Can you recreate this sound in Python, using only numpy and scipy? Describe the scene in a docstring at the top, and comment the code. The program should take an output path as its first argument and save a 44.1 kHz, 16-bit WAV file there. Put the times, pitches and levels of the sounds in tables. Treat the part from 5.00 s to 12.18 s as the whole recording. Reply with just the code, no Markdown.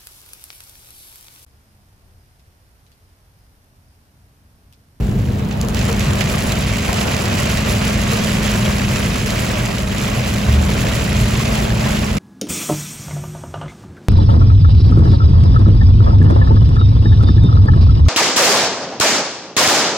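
"""Truck cab in a night hailstorm

Tyres rumble on the wet road, a few bumps make the cab boom, and the diesel hums, slows and drops a gear.
The storm sets in abruptly: ice ticks on the windshield, sleet and rain patter on the glass and drum on
the roof, and big stones set body panels ringing. All of it is heard from the driver's seat."""
import sys
import numpy as np
from scipy import signal
from scipy.fft import rfft, irfft, next_fast_len
from scipy.io import wavfile
from scipy.ndimage import uniform_filter1d

SR = 44100
rng = np.random.default_rng(int(sys.argv[2]) if len(sys.argv) > 2 else 0)


def to_wav(s):
    """Save 16-bit WAV."""
    ch = np.atleast_2d(s).T  # columns
    pcm = np.round(np.clip(ch, -1, 1) * 32767)  # PCM
    wavfile.write(sys.argv[1], SR, pcm.astype(np.int16))


N = 316850
TIME = np.arange(N) / SR
TAIL = 4096  # samples in one impact
IMPACT_TIME = np.arange(TAIL) / SR
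# tone of the struck windshield: f/Hz, level/dB
GLASS_EQ = [(400, -20), (800, -10.5), (1100, -7.5), (1350, -7), (1650, -3.3), (2000, .8), (2450, 1.6),
            (3000, -.3), (3500, -4.5), (5000, -7.5), (7500, -11.5), (16000, -87)]


def undb(db):
    """Decibels to gain."""
    return 10 ** (np.asarray(db) / 20)


def unit(x):
    """Scale to rms 1."""
    return x / np.sqrt(np.mean(x ** 2))


def pan(right_db):
    """Left and right gains, with the right louder by right_db."""
    return undb(np.array([[-.5], [.5]]) * right_db)


def curve(rows):
    """The columns of a table, joined by straight lines in time."""
    times, *columns = np.transpose(rows)
    return np.squeeze([np.interp(TIME, times, column) for column in columns])


def fade(t, t60):
    """Free decay that loses 60 dB in t60 seconds."""
    return np.exp(-np.log(1000) * t / t60)


def drift(rate_hz):
    """Smooth random wander with rms 1."""
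    hold = int(SR / rate_hz)
    steps = np.repeat(rng.standard_normal(N // hold + 1), hold)
    return unit(uniform_filter1d(steps, hold)[:N])


def colour(x, points, size=8192):
    """Minimum-phase EQ through (f/Hz, level/dB) points, so that attacks stay sharp."""
    hz, db = np.transpose(points)
    bin_hz = np.maximum(np.arange(size // 2 + 1) * SR / size, 1)
    gain = undb(np.interp(np.log(bin_hz), np.log(hz), db))
    cepstrum = irfft(np.log(gain))[:size // 2]
    cepstrum[1:] *= 2  # folding onto positive time makes the filter causal
    response = irfft(np.exp(rfft(cepstrum, size)))
    return signal.fftconvolve(x, response[None], axes=1)[:, :N]


def ringing(start_s, hz, db, t60, sag=0, push_s=.0017):
    """A blow builds up over the push and leaves one damped mode, whose pitch may sag (octaves per s)."""
    span = slice(int(start_s * SR), int(start_s * SR) + SR)
    t = TIME[span] - start_s
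    turns = np.cumsum(hz * 2. ** (-sag * t)) / SR
    attack = 1 - np.exp(-t / push_s)
    out = np.zeros(N)
    out[span] = undb(db) * attack * fade(t, t60) * np.sin(2 * np.pi * turns)
    return out


def road():
    """Tyre rumble through the floor, a deep shudder of the cab and a steady wash of wind and spray."""
    # tyre rumble spectrum: f/Hz, level/dB
    rumble_eq = [(20, -23), (33, -9), (52, 0), (75, 0), (95, -.7), (118, 1.5), (145, -2.5), (163, -3.5),
                 (195, -8.5), (215, -12), (240, -7), (290, -15), (450, -16.5), (900, -50)]
    # wind and spray spectrum: f/Hz, level/dB
    spray_eq = [(150, -23), (400, -0.5), (700, 1.5), (1100, -6), (2000, -14), (4000, -18), (7500, -42),
                (15000, -31)]
    # road roughness: t/s, rumble/dB, shudder/dB
    roughness = [(0, -17.5, -14.5), (.5, -19.5, -20), (1.1, -19, -20), (2, -20.5, -20), (3.2, -19, -19.3),
                 (4.2, -19, -21), (4.8, -21.3, -22.5), (5.4, -19.5, -19.5), (5.8, -18, -17),
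                 (6.3, -18, -16.5), (7.18, -19, -17.5)]
    opposed = np.array([[1], [-1]])
    # long waves reach both sides alike, shorter ones differ
    mid, side = colour(rng.standard_normal((2, N)), rumble_eq)
    side = signal.sosfilt(signal.butter(1, 330, "high", fs=SR, output="sos"), side)
    tyres = unit(mid + .47 * side * opposed)
    shudder = signal.sosfiltfilt(signal.butter(3, 95, fs=SR, output="sos"), tyres)
    rumble_db, shudder_db = curve(roughness)
    mid, side = rng.standard_normal((2, N))
    spray = unit(colour(mid + side * opposed, spray_eq)) * undb(-33.5 + 2.84 * drift(6))
    return (tyres - shudder) * undb(rumble_db) + shudder * undb(shudder_db) + spray


def engine():
    """Partials of the diesel's cycle swell as they glide through the resonances of the cab."""
    # engine speed: t/s, four-stroke cycle rate/Hz
    speed = [(0, 11.05), (1, 11.05), (2.1, 10.88), (3, 10.6), (3.6, 10.32), (4.2, 9.96), (4.9, 9.48),
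             (5.25, 9.53), (5.48, 9.4), (5.8, 10.15), (6.12, 11.55), (6.27, 11.6), (6.38, 12.08),
             (7.18, 11.65)]
    # hum under changing load: t/s, level/dB
    load = [(0, -26), (1.1, -25.5), (1.4, -27), (2.4, -27.5), (3, -24), (3.9, -24.5), (4.4, -27.5),
            (4.75, -27.5), (5.2, -27), (5.55, -22.5), (6, -29), (6.22, -24), (6.5, -25), (6.9, -23),
            (7.18, -24.5)]
    # engine partials: multiple of the cycle rate
    orders = np.array([5, 8, 10, 12, 14, 16, 18, 20, 22, 24])
    # balance of those partials: level/dB
    order_db = [-3, -2, -4, -1.5, -4, -2, .5, .5, -1.5, -8]
    # air resonances of the cab: f/Hz, width/Hz, level/dB
    cab_modes = [(55, 18, -3), (120, 45, -4), (206, 29, 1)]
    cycle_hz = curve(speed) * (1 + .0008 * drift(9))
    turns = np.cumsum(cycle_hz) / SR
    hum = 0
    for order, db in zip(orders, order_db):
        resonance = sum(undb(peak_db) / (1 + (2 * (order * cycle_hz - hz) / width) ** 2)
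                        for hz, width, peak_db in cab_modes)
        waver_db = .5 * drift(6.5)
        partial = np.sin(2 * np.pi * (order * turns + rng.random()))
        hum += resonance * undb(db + waver_db) * partial
    return np.sqrt(2) * hum * undb(curve(load))


def bumps():
    """Each bump in the road loads the springs and leaves the cab booming."""
    # booms: t/s, f/Hz, level/dB, t60/s, pitch sag/(octaves per s)
    booms = [(.059, 60.6, -8, .31, .5), (.22, 89, -7.5, .33, .5), (1.07, 160, 2.5, .19, 15),
             (5.45, 46, -14, .84, -1), (5.465, 71.5, -2.3, .88, -.2), (5.475, 112, -5, .32, .5),
             (6.16, 116, -1, .3, 0)]
    return sum(ringing(*boom, push_s=.03) for boom in booms)


def impact(contact_t60, cab_t60, cab_db, spread, right_db):
    """A hit on one spot of the cab: a short crack, then reflections that differ left and right."""
    noise = rng.standard_normal(TAIL) + spread * rng.standard_normal((2, TAIL))
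    crack = unit(noise * fade(IMPACT_TIME, contact_t60))
    reflections = unit(rng.standard_normal((2, TAIL)) * fade(IMPACT_TIME, cab_t60))
    return (crack + undb(cab_db) * reflections) * pan(right_db + 2 * rng.standard_normal())


def clink(middle_hz=2300):
    """A stone on glass or trim rings very briefly, each at a pitch of its own."""
    hz = middle_hz * 2 ** np.clip(.5 * rng.standard_normal(), -1.5, 1.5)
    phase = 2 * np.pi * rng.random() + rng.standard_normal((2, 1))
    return np.sin(2 * np.pi * hz * IMPACT_TIME + phase) * fade(IMPACT_TIME, t60=.02) * pan(right_db=2)


def shower(per_s, density, scatter_db, biggest_db, hit, spots=40):
    """Random hits on many spots, most small, a few large. At a low density each stands out more."""
    chance = rng.random(N)
    size = rng.standard_exponential(N)
    spot = rng.integers(spots, size=N)
    force = undb(np.minimum(scatter_db * size, biggest_db)) / np.sqrt(density)
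    sounds = [hit() for _ in range(spots)]
    out = np.zeros((2, N + TAIL))
    for i in np.flatnonzero(chance < per_s * density / SR):
        out[:, i:i + TAIL] += force[i] * sounds[spot[i]]
    return out[:, :N]


def precipitation(storm_db):
    """Roof drumming, patter and clinks on the glass, ticks of ice and fine drops follow the storm."""
    # drumming roof spectrum: f/Hz, level/dB
    roof_eq = [(150, -16), (270, -1.5), (430, -1.5), (510, 1), (610, 3.5), (820, -7), (1100, -3),
               (1600, -7.5), (4000, -40.5)]
    # ticking ice spectrum: f/Hz, level/dB
    ice_eq = [(800, -18), (2000, -8), (3200, -4.5), (4400, -1.5), (5700, -1), (7300, 1.5), (8800, -2),
              (10200, -2.5), (12000, -7), (16000, -8.5)]
    # sizzle of fine drops: f/Hz, level/dB
    sizzle_eq = [(3000, -20), (7000, -2), (9500, 0), (12500, -4), (16000, -2)]
    thinning = .28  # share of a lull that comes from fewer stones rather than softer ones
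    density = undb(thinning * storm_db) ** 2
    flurry = drift(30)  # the stones arrive in clumps
    ice_db = storm_db + 1.35 * flurry
    # the lined roof rings longest and is heard from all round
    roof = shower(per_s=1000, density=density, scatter_db=5, biggest_db=12.5,
                  hit=lambda: impact(.043, .086, cab_db=-1.5, spread=1.64, right_db=0))
    # the windshield lies ahead and to the right
    patter = shower(per_s=1800, density=density, scatter_db=3.6, biggest_db=11,
                    hit=lambda: impact(.012, .055, cab_db=-3, spread=.45, right_db=2.6))
    ice = shower(per_s=850, density=density, scatter_db=4.2, biggest_db=12.5,
                 hit=lambda: impact(.005, .045, cab_db=-4.5, spread=.25, right_db=2.4))
    drops = shower(per_s=600, density=density, scatter_db=4.5, biggest_db=13,
                   hit=lambda: impact(.005, .04, cab_db=-5, spread=.4, right_db=-1))
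    clinks = shower(per_s=380, density=density, scatter_db=3, biggest_db=6, hit=clink, spots=300)
    return (unit(colour(roof, roof_eq)) * undb(-26 + .94 * storm_db)
            + unit(colour(patter, GLASS_EQ)) * undb(-26 + storm_db + .5 * flurry)
            + unit(clinks) * undb(-31.5 + storm_db)
            + unit(colour(ice, ice_eq)) * undb(-31.5 + ice_db)
            + unit(colour(drops, sizzle_eq)) * undb(-39.5 + ice_db))


def add_hit(track, start_s, hit, peak_db):
    """Lay one hit into a stereo track at a given peak level."""
    start = int(start_s * SR)
    track[:, start:start + TAIL] += undb(peak_db) * hit / np.abs(hit).max()


def stray_stones(storm_db, per_s=3):
    """Middling stones at random moments, as hard as the storm is strong: t/s, tick/dB, knock/dB."""
    moments = np.flatnonzero(rng.random(N) < per_s / SR)
    tick_db, knock_db = storm_db + rng.standard_normal((2, N))
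    return [(TIME[i], tick_db[i] - 11, knock_db[i] - 8) for i in moments]


def windshield_stones(storm_db):
    """Single stones on the windshield: the ice cracks brightly and the glass gives a duller knock."""
    # the hardest stones: t/s, tick/dB, knock/dB
    hard_stones = [(.394, -26, -13), (.5105, -17, -9), (.526, -11, -20), (.6138, -3, -21),
                   (.6245, -19, -11), (.630, -14, -15), (.6485, -10, -23), (.6856, -5, -16),
                   (.6952, -8.5, -18), (.7462, -2.5, -9), (.7697, -9, -6), (.7826, -7, -14),
                   (.7916, -7, -11), (.813, -9, -3), (.8836, -7, -8), (.915, -8, -9), (.928, -6, -12),
                   (.995, -4, -11), (1.006, -6, -3), (1.134, -1.5, -13), (1.19, -10, -6), (1.2078, 4, 2),
                   (1.2108, -7, -5), (1.2174, -4, -4), (1.241, -4, -6), (1.297, -6, -12), (1.389, -4, -10),
                   (1.4235, -3.5, -14), (1.5212, -1, -1), (1.623, -5, -6), (1.7565, -6, -6),
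                   (1.785, -8, -5), (1.8264, -6, -6), (1.9305, -2, -10), (1.942, -3, -14), (2.007, -12, -4),
                   (2.1146, -5, -4), (2.1665, -3, -14), (2.2557, -5, -2), (2.433, -3, -11), (3.246, -5, -6),
                   (3.478, -12, -2), (3.784, -5, -10), (3.959, -5, -1.5), (4.1435, -3.5, -11),
                   (4.261, -3.5, -12), (4.3053, -3.5, -6), (4.66, -3.5, -9), (4.7837, -5, -10),
                   (4.983, -7, -7), (5.3835, -6, -12), (6.455, -2.5, -5), (7.1698, -6.5, -4)]
    # cracking ice spectrum: f/Hz, level/dB
    crack_eq = [(800, -21), (2000, -11), (3200, -7), (4400, -1.5), (5700, -2), (7300, -.5), (8800, -7.5),
                (10500, -7), (16000, -14)]
    ticks, knocks = np.zeros((2, 2, N + TAIL))
    for start_s, tick_db, knock_db in hard_stones + stray_stones(storm_db):
        tick = impact(contact_t60=.006, cab_t60=.04, cab_db=-12, spread=.35, right_db=2.5)
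        knock = impact(contact_t60=.042, cab_t60=.099, cab_db=.5, spread=.41, right_db=8)
        add_hit(ticks, start_s, tick, tick_db)
        add_hit(knocks, start_s, knock, knock_db)
    return colour(ticks[:, :N], crack_eq) + colour(knocks[:, :N], GLASS_EQ)


def panel_stones():
    """A big stone gives a dry clack on a body panel, which then rings briefly."""
    # ringing panels: t/s, f/Hz, level/dB, t60/s
    clonks = [(.636, 462, -22.5, 0.2), (.888, 459, -17.5, 0.2), (.894, 1030, -20, .052),
              (1.341, 1170, -19, 0.044), (1.89, 1040, -15.5, .035), (2.392, 495, -20, 0.066),
              (2.683, 1140, -26, .035), (3.121, 463, -18, 0.19), (3.696, 1080, -20, 0.032),
              (4.57, 586, -22, 0.085), (5.281, 902, -29, 0.044), (5.691, 490, -20, 0.092),
              (6.4, 1080, -17.5, .03), (6.554, 930, -29, .04), (6.862, 1035, -18, .045)]
    # dry clack spectrum: f/Hz, level/dB
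    panel_eq = [(250, -5), (600, 0), (1100, 3), (1900, -5.5), (4500, -23)]
    clacks = np.zeros((2, N + TAIL))
    for start_s, _, ring_db, _ in clonks:
        clack = impact(contact_t60=.027, cab_t60=.1, cab_db=2, spread=1, right_db=-4.5)
        add_hit(clacks, start_s, clack, ring_db + 18.5)
    return colour(clacks[:, :N], panel_eq) + sum(ringing(*clonk) for clonk in clonks)


def scene():
    """The low bed of the truck with the hailstorm on top."""
    # storm strength, setting in abruptly and coming in flurries: t/s, level/dB
    storm = [(0, -42.5), (.59, -41.5), (.625, -40.5), (.74, -37), (.77, -30), (.89, -28.7), (.96, -31.5),
             (1.02, -28.5), (1.16, -28.5), (1.21, -28), (1.28, -27), (1.45, -27.5), (1.85, -28),
             (2.1, -24.5), (2.22, -27), (2.48, -23.5), (2.62, -27.5), (2.68, -24), (2.8, -26.5),
             (2.89, -24.5), (2.97, -27.5), (3.09, -25), (3.4, -26.5), (3.47, -25), (3.68, -26), (3.88, -28),
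             (3.96, -26), (4.14, -26), (4.2, -28), (4.28, -26), (4.45, -27), (4.65, -27.5), (4.86, -31),
             (5.02, -26.5), (5.1, -29), (5.2, -27.5), (5.62, -29), (5.8, -25.2), (6.15, -27), (6.55, -26.7),
             (6.76, -29.5), (6.82, -26), (6.98, -27.3), (7.18, -30.5)]
    storm_db = curve(storm) + 25.5  # 0 dB is the full downpour
    truck = road() + engine() + bumps()
    return truck + precipitation(storm_db) + panel_stones() + windshield_stones(storm_db)


def record(dry):
    """A stereo pickup shifts the phase between the sides and cuts the top."""
    # phase between the sides, opposed in two treble bands: f/Hz, lead of the right/rad
    right_lead = [(0, 0), (2100, 0), (3200, 1), (4400, .35), (5900, .9), (7500, 0), (8200, 3.1),
                  (9500, 3.1), (10600, 0), (11700, 0), (12600, -3.1), (14000, -3.3), (14900, -6.28)]
    hz, lead = np.transpose(right_lead)
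    size = next_fast_len(N + TAIL)
    bin_hz = np.arange(size // 2 + 1) * SR / size
    shift = np.exp(1j * np.interp(bin_hz, hz, lead))
    right = irfft(rfft(dry[1], size) * shift, size)[:N]
    high_cut = signal.ellip(10, .2, 80, 15750, fs=SR, output="sos")
    return signal.sosfilt(high_cut, [dry[0], right])


dry = scene()
out = record(dry)
to_wav(out)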